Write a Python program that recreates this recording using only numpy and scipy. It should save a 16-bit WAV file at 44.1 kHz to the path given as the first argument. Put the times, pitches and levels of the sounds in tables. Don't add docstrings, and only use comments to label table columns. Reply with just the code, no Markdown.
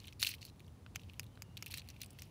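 import sys
import numpy as np
from scipy import signal
from scipy.fft import rfft, irfft, next_fast_len
from scipy.io import wavfile
from scipy.ndimage import map_coordinates

SR = 44100
rng = np.random.default_rng(int(sys.argv[2]) if len(sys.argv) > 2 else 0)


def persist_wave(psi):
    counts = np.round(np.clip(psi, -1, 1) * 32767).astype(np.int16)
    wavfile.write(sys.argv[1], SR, np.atleast_2d(counts).T)


def magnitude_from_level(level_db):
    exponent = np.asarray(level_db, float) / 20
    return 10 ** exponent


N = 101430

# pitch_hz, level_db (per Hz)
TRAFFIC_COLOUR = [(24, -11), (40, 1.5), (71, 0.5), (108, 1), (343, -18), (1200, -30.5), (1560, -43),
                  (2640, -120)]
# pitch_hz, level_db (per Hz)
AIR_COLOUR = [(470, -27), (800, -3.5), (3790, -8), (8030, -13.5), (12000, -18), (16000, -15)]
# time_s, pitch_hz, level_db
BIRD_WHISTLE = [
    (1.26, 2950, -87),
    (1.34, 3110, -82),
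    (1.39, 3000, -87),
    (1.45, 2860, -81),
    (1.66, 2780, -84),
]
# start_s, length_s, level_db, high_over_low_ring_db
CRUNCH_BURSTS = [(0, 0.11, -73, -7), (0.195, 0.12, -57, 1), (0.26, 0.091, -59, 0), (0.35, 0.069, -78, -2),
                 (0.41, 0.09, -70.5, 12), (0.97, 0.27, -80, -8), (1.583, 0.94, -78.5, -11),
                 (1.662, 0.027, -67.5, 5), (1.704, 0.026, -62, 0), (1.737, 0.059, -62, -5),
                 (1.889, 0.022, -73, 2), (2.004, 0.041, -67, -2), (2.189, 0.063, -77, 4)]
# pitch_hz, width_hz, level_db
GRIT_RINGS = [(2676, 880, 0.5), (4350, 1070, 0.5), (5500, 1000, -5)]
# pitch_hz, width_hz, level_db
BRIGHT_EDGE = [(9600, 3600, -6), (16000, 7700, 0.5)]

# time_s, peak_db, pitch_hz, treble_over_body_db
FIRST_SHUFFLE = [(0.0352, -54, 4220.0, -7), (0.0421, -44, 3370, -21), (0.046, -42.5, 2750, -21.0),
                 (0.0544, -48.0, 4200.0, -11.0), (0.0577, -53, 2540.0, -18.0), (0.0737, -43.5, 2800, -3),
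                 (0.0817, -35, 3190, -22), (0.0885, -47.0, 3320.0, -25), (0.1256, -40.5, 2500, -11.5),
                 (0.1317, -49.5, 5450, -12), (0.1975, -37.0, 10300, -6.0), (0.2029, -37, 6670, -15),
                 (0.2054, -42.0, 7170.0, -8), (0.2102, -40, 3900, 7), (0.2128, -43, 5600, 0),
                 (0.2183, -25.5, 4200, -2), (0.2222, -32, 3660, -16), (0.2319, -22.5, 4630, -6.0),
                 (0.2349, -24, 4360, -12), (0.2376, -28, 3000, -3), (0.2475, -21.5, 2660, -10),
                 (0.2545, -38, 2500.0, 6), (0.2668, -23, 3570, -4.5), (0.2697, -20.5, 2710.0, -7.5),
                 (0.2773, -28, 4240.0, -9), (0.2872, -35, 5880.0, -1.0), (0.2911, -29.5, 2450.0, 0.5),
                 (0.2998, -44, 2500.0, -3), (0.3077, -45, 10530.0, -4), (0.314, -35, 4250, -17),
                 (0.3177, -37, 2570, -20.0), (0.3203, -41, 2950.0, -12.0), (0.3299, -39, 2330.0, -15),
                 (0.3391, -33.5, 2550, -9), (0.3428, -43, 2520.0, -12), (0.3467, -43.5, 3270.0, -3),
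                 (0.35, -49.0, 2900, -12)]
SETTLING = [(0.3835, -49.5, 2690.0, -11.0), (0.417, -38.5, 4200, -22.0), (0.4205, -42, 4300, -16.0),
            (0.4236, -58, 4480.0, -24), (0.427, -39, 2500.0, -20.0), (0.4292, -40.5, 4420, -19.0),
            (0.4387, -52, 4250, -18.0), (0.4434, -48, 4330, -13.0), (0.4514, -38.5, 4350.0, -0.5),
            (0.453, -50, 4600, -3), (0.4583, -44, 9950.0, -6.0), (0.4626, -55, 4410.0, -8),
            (0.466, -48, 4330, -3), (0.4693, -55, 4400, -14.0), (0.4784, -48.5, 3140, -21),
            (0.4844, -51, 4300, -12.0), (0.4904, -50.5, 3930, -18.0), (0.4982, -49.5, 3900, -20),
            (0.6802, -52.5, 2890.0, -5.5), (0.9493, -46, 2730.0, -9), (0.9545, -45, 7130.0, -14),
            (0.9651, -44, 2950.0, -13.0), (0.9951, -46, 2600, -25.0), (0.9983, -56, 5960.0, -8.0),
            (1.017, -50, 3100.0, -12), (1.0346, -46.5, 2930.0, -22.0), (1.093, -52, 2940, -17.0),
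            (1.0974, -40.5, 2470, -29.0), (1.1348, -48, 2900, -2.5), (1.1416, -47.5, 2750, -22.0),
            (1.2023, -43.5, 5100, -15), (1.2318, -45, 2560, -4), (1.2413, -51.5, 3620.0, 2),
            (1.2655, -51.0, 3880, -10), (1.4275, -49, 7280.0, -6.0)]
SECOND_SHUFFLE = [(1.5702, -34, 2580, -9.5), (1.5748, -33, 4110, -11), (1.631, -47, 2880, -4),
                  (1.6428, -48.0, 2650.0, -23.0), (1.662, -35.5, 3870, 0.5), (1.6662, -33, 2600, -7),
                  (1.6794, -45, 2630.0, -1), (1.6832, -48.0, 5280.0, -5.0), (1.6889, -51.0, 3450.0, -9.0),
                  (1.7063, -49, 3680.0, -9.0), (1.711, -36.5, 10500, -10), (1.714, -38.5, 2970.0, -8.0),
                  (1.7188, -36, 4310.0, -10.0), (1.7239, -41, 3800, -17), (1.7422, -30.5, 4250, -9.0),
                  (1.7473, -35, 4320, -22), (1.7512, -41.0, 2480.0, -30), (1.7547, -50, 4540.0, -22),
                  (1.76, -44, 2380, -11), (1.7671, -40.0, 8250, -8), (1.773, -38.0, 1940.0, -11),
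                  (1.7747, -32.5, 8550, -3), (1.7824, -32, 4040, -7), (1.7897, -43, 4100, -22),
                  (1.7946, -35.0, 4410.0, -27.0), (1.797, -38, 3700, -21.0), (1.8046, -46, 4200, -17),
                  (1.8183, -41.5, 2460, -17)]
LAST_SCUFF = [(1.876, -51.5, 2610.0, -4), (1.888, -35.5, 4320, -8), (1.8942, -46, 4100, -12),
              (1.902, -38, 5750, -10), (1.9085, -52.0, 4800, -12.0), (1.964, -45.5, 2340, -22.0),
              (2, -53, 2450.0, -18.0), (2.0052, -51, 2670.0, -2), (2.0164, -30, 4130, -6),
              (2.0174, -32.0, 5930, -10), (2.022, -39, 3570, -11), (2.032, -35.5, 9500, -15),
              (2.0348, -36.5, 2500, -18), (2.0446, -44, 9560.0, -11), (2.061, -41.5, 8100, -9),
              (2.1058, -41.5, 8100, -10), (2.1086, -50, 8900, -8), (2.1314, -50.0, 10440.0, -6.0),
              (2.1879, -41, 2120, -7.5), (2.1913, -46.0, 2200, -17), (2.1948, -41.5, 5760, -14),
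              (2.2037, -50.0, 8380.0, -4), (2.2226, -47.5, 2540, 7), (2.23, -48, 6350.0, -12),
              (2.233, -51, 6290.0, -6.0)]
FAINT_SNAPS = [(.0015, -43, 4120, -14), (0.0706, -46, 3280, -3), (0.2558, -33, 3660, -7),
               (0.271, -23, 4350, -18), (.2806, -33, 4570, -8), (.5602, -60, 2200, -7),
               (0.5957, -47.5, 3640, -11), (.6455, -57.5, 3760, -9), (.6656, -56, 4640, -12),
               (1.355, -54, 4170, -8)]
CLEAN_BREAKS = [
    (.2284, -10, 3990, -15.5),
    (.6041, -44, 2430, -7),
    (.8634, -38, 1400, -42),
    (.8638, -47, 2380, -30),
    (1.3745, -43, 1520, -27),
    (1.7403, -27.5, 2580, -5),
    (2.2208, -37, 5440, 1),
    (2.221, -37, 2390, -23),
    (1.7, -48.5, 890, -40),
]

# time_s, peak_db, treble_over_body_db, upper_modes_db
PLASTIC_CLICKS = [
    (0.9584, -26, -7.5, -3.5),
    (0.9597, -34.5, -10, -4.5),
    (1.1958, -24, -4, -2),
    (1.4212, -31.5, -6, -0.5),
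    (1.422, -36.5, -8, 5),
    (1.6247, -28, -9, -4.5),
    (1.627, -36, -4, -5),
]
# pitch_hz, width_hz, level_db
PLASTIC_MODES = [(500, 710, -17), (1400, 1030, -7.5), (2200, 570, 0.5), (2950, 430, -0.5)]
# pitch_hz, width_hz, level_db
PLASTIC_UPPER_MODES = [(5040, 820, 0), (7140, 1360, -3.5)]

TRAFFIC_DB, AIR_DB, LOW_CUT_HZ = -56.5, -73.5, 59.6
ENGINE_HZ, ENGINE_WIDTH_HZ, ENGINE_DB = 88, 22.4, -61
INSECT_HZ, INSECT_WIDTH_HZ, INSECT_DB = 9800, 620, -87
BIRD_OVERTONE_DB = -17
ATTACK_S, RELEASE_S, SAG_DB = 0.00056, 0.0076, -3.5
GRAINS_PER_S, GRAIN_SPREAD_DB = 1300, 1.5
FIZZ_DB, FIZZ_SPIKINESS = 0.5, 1.6
CRACK_DB, TREBLE_DB, TREBLE_HZ = -3, 7.5, 7960
BODY_T60_S, TREBLE_T60_S, CRUMB_SPIKINESS = 0.016, 0.014, 1.59
SHARED_GRIT_DB, DULL_OVER_PITCH = -9.5, 2.43
SNAP_SHARPNESS, SNAP_CRUMBLE_DB, SNAP_THIN_HZ = 8.5, -17.5, 2290
BREAK_SHARPNESS, BREAK_CRUMBLE_DB, BREAK_THIN_HZ = 4.7, -24.5, 300
PANEL_ECHO_S, PANEL_ECHO_DB, CLICK_CRUMBLE_DB = 0.007, -23, -21
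TOP_HZ = 15750


def unit(x):
    return x / np.sqrt(np.mean(x ** 2) + 1e-20)


def peak(f, hz, width):
    return 1j * f * width / (hz * hz - f * f + 1j * f * width)


def resonances(f, table):
    return sum((-1) ** k * magnitude_from_level(db) * peak(f, hz, width) for k, (hz, width, db) in enumerate(table))


def filtered(x, response):
    length = x.shape[-1]
    m = next_fast_len(length + 8192)
    spectrum = rfft(x, m) * response(np.fft.rfftfreq(m, 1 / SR))
    return irfft(spectrum, m)[..., :length]


def wobble(rate):
    knots = rng.standard_normal(int(N * rate / SR) + 4)
    return map_coordinates(knots, [np.arange(N) * rate / SR])


def hiss(response):
    return unit(filtered(rng.standard_normal(N), response))


def coloured(points):
    hz, db = np.transpose(points)
    return lambda f: magnitude_from_level(np.interp(np.log(f + 1), np.log(hz + 1), db))


def surroundings():
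    traffic = hiss(lambda f: coloured(TRAFFIC_COLOUR)(f) / (1 + (LOW_CUT_HZ / (f + 1)) ** 4))
    engine = hiss(lambda f: peak(f, ENGINE_HZ, ENGINE_WIDTH_HZ) ** 2)
    air = hiss(coloured(AIR_COLOUR))
    insects = hiss(lambda f: peak(f, INSECT_HZ, INSECT_WIDTH_HZ) ** 2)
    return magnitude_from_level(TRAFFIC_DB) * traffic + magnitude_from_level(ENGINE_DB) * engine + magnitude_from_level(AIR_DB) * air + magnitude_from_level(INSECT_DB) * insects


def bird():
    s, hz, db = np.transpose(BIRD_WHISTLE)
    t = np.arange(N) / SR
    pitch = np.interp(t, s, hz) + 32 * wobble(120)
    phase = 2 * np.pi * np.cumsum(pitch) / SR
    level = magnitude_from_level(np.interp(t, s, db, -140, -140) + 3 * wobble(70))
    whistle = np.sin(phase) + magnitude_from_level(BIRD_OVERTONE_DB) * np.sin(2 * phase)
    return np.sqrt(2) * level * whistle


def treble(f):
    return (1j * f / (TREBLE_HZ + 1j * f)) ** 4 * (0.5 + resonances(f, BRIGHT_EDGE))


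def pressure(lean):
    t = np.arange(N) / SR
    total = np.zeros(N)
    for start, length, db, high_db in CRUNCH_BURSTS:
        rise = (t - start) / ATTACK_S
        fall = 1 + (start + length - t) / RELEASE_S
        sag = magnitude_from_level(SAG_DB * np.clip((t - start) / length, 0, 1))
        total += magnitude_from_level(db + lean * high_db) * np.clip(np.minimum(rise, fall), 0, 1) * sag
    return total


def grains():
    struck = rng.random(N) < GRAINS_PER_S / SR
    size = magnitude_from_level(GRAIN_SPREAD_DB * np.minimum(rng.exponential(size=N), 3))
    return (struck * size + 0.17) * rng.standard_normal(N) * magnitude_from_level(2.5 * wobble(90))


def crunch():
    rings = np.zeros(N)
    for lean, (hz, width, db) in zip((-0.5, 0.5, 0), GRIT_RINGS):
        ringing = filtered(grains(), lambda f: peak(f, hz, width) * peak(f, hz, 3 * width))
        rings += magnitude_from_level(db) * pressure(lean) * unit(ringing)
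    z = rng.standard_normal(N)
    fizz = np.sign(z) * np.abs(z) ** FIZZ_SPIKINESS * magnitude_from_level(4.3 * wobble(140))
    return rings + magnitude_from_level(FIZZ_DB) * pressure(0) * unit(filtered(fizz, treble))


def cracks(s, db, treble_db, ring, crumble_db):
    t = np.arange(1024) / SR
    z = rng.standard_normal((len(s), 2, len(t)))
    crumbs = magnitude_from_level(crumble_db) * np.sign(z) * np.abs(z) ** CRUMB_SPIKINESS
    blow = (t == 0) * 1.0
    body = filtered(blow + crumbs[:, 0] * magnitude_from_level(-60 * t / BODY_T60_S), ring)
    top = filtered(blow + crumbs[:, 1] * magnitude_from_level(-60 * t / TREBLE_T60_S), treble)
    body = body / np.abs(body).max(axis=1, keepdims=True)
    top = top / np.abs(top).max(axis=1, keepdims=True)
    rows = magnitude_from_level(db + CRACK_DB)[:, None] * (body + magnitude_from_level(treble_db + TREBLE_DB)[:, None] * top)
    at = np.round(s * SR).astype(int)[:, None] + np.arange(len(t))
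    return np.bincount(at.ravel(), rows.ravel(), N + SR)[:N]


def clicks():
    s, db, treble_db, upper_db = np.transpose(PLASTIC_CLICKS)

    def plastic(f):
        upper = magnitude_from_level(upper_db)[:, None] * resonances(f, PLASTIC_UPPER_MODES)
        return resonances(f, PLASTIC_MODES) - upper

    def panel_echo(f):
        return 1 + magnitude_from_level(PANEL_ECHO_DB) * np.exp(-2j * np.pi * f * PANEL_ECHO_S)

    return filtered(cracks(s, db, treble_db, plastic, CLICK_CRUMBLE_DB), panel_echo)


def snaps(events, sharpness, crumble_db, thin_hz):
    s, db, hz, treble_db = np.transpose(events)
    hz = hz[:, None]

    def stone(f):
        thin = 1j * f / (thin_hz + 1j * f)
        dull = 1 + 1j * f / (DULL_OVER_PITCH * hz)
        own_ring = peak(f, hz, hz / sharpness)
        return (thin / dull) ** 2 * (own_ring + magnitude_from_level(SHARED_GRIT_DB) * resonances(f, GRIT_RINGS))

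    return cracks(s, db, treble_db, stone, crumble_db)


def stones():
    rubbed = FIRST_SHUFFLE + SETTLING + SECOND_SHUFFLE + LAST_SCUFF + FAINT_SNAPS
    crumbling = snaps(rubbed, SNAP_SHARPNESS, SNAP_CRUMBLE_DB, SNAP_THIN_HZ)
    clean = snaps(CLEAN_BREAKS, BREAK_SHARPNESS, BREAK_CRUMBLE_DB, BREAK_THIN_HZ)
    return crumbling + clean


def scene():
    return (stones() + clicks() + crunch() + surroundings() + bird())[None]


def top_cut(x):
    return signal.sosfilt(signal.butter(12, 16960, fs=SR, output="sos"), x)


def record(dry):
    mix = filtered(dry, lambda f: magnitude_from_level(-26 * np.clip((f - TOP_HZ) / 300 + 0.5, 0, 1)))
    return top_cut(mix)


dry = scene()
out = record(dry)
persist_wave(out)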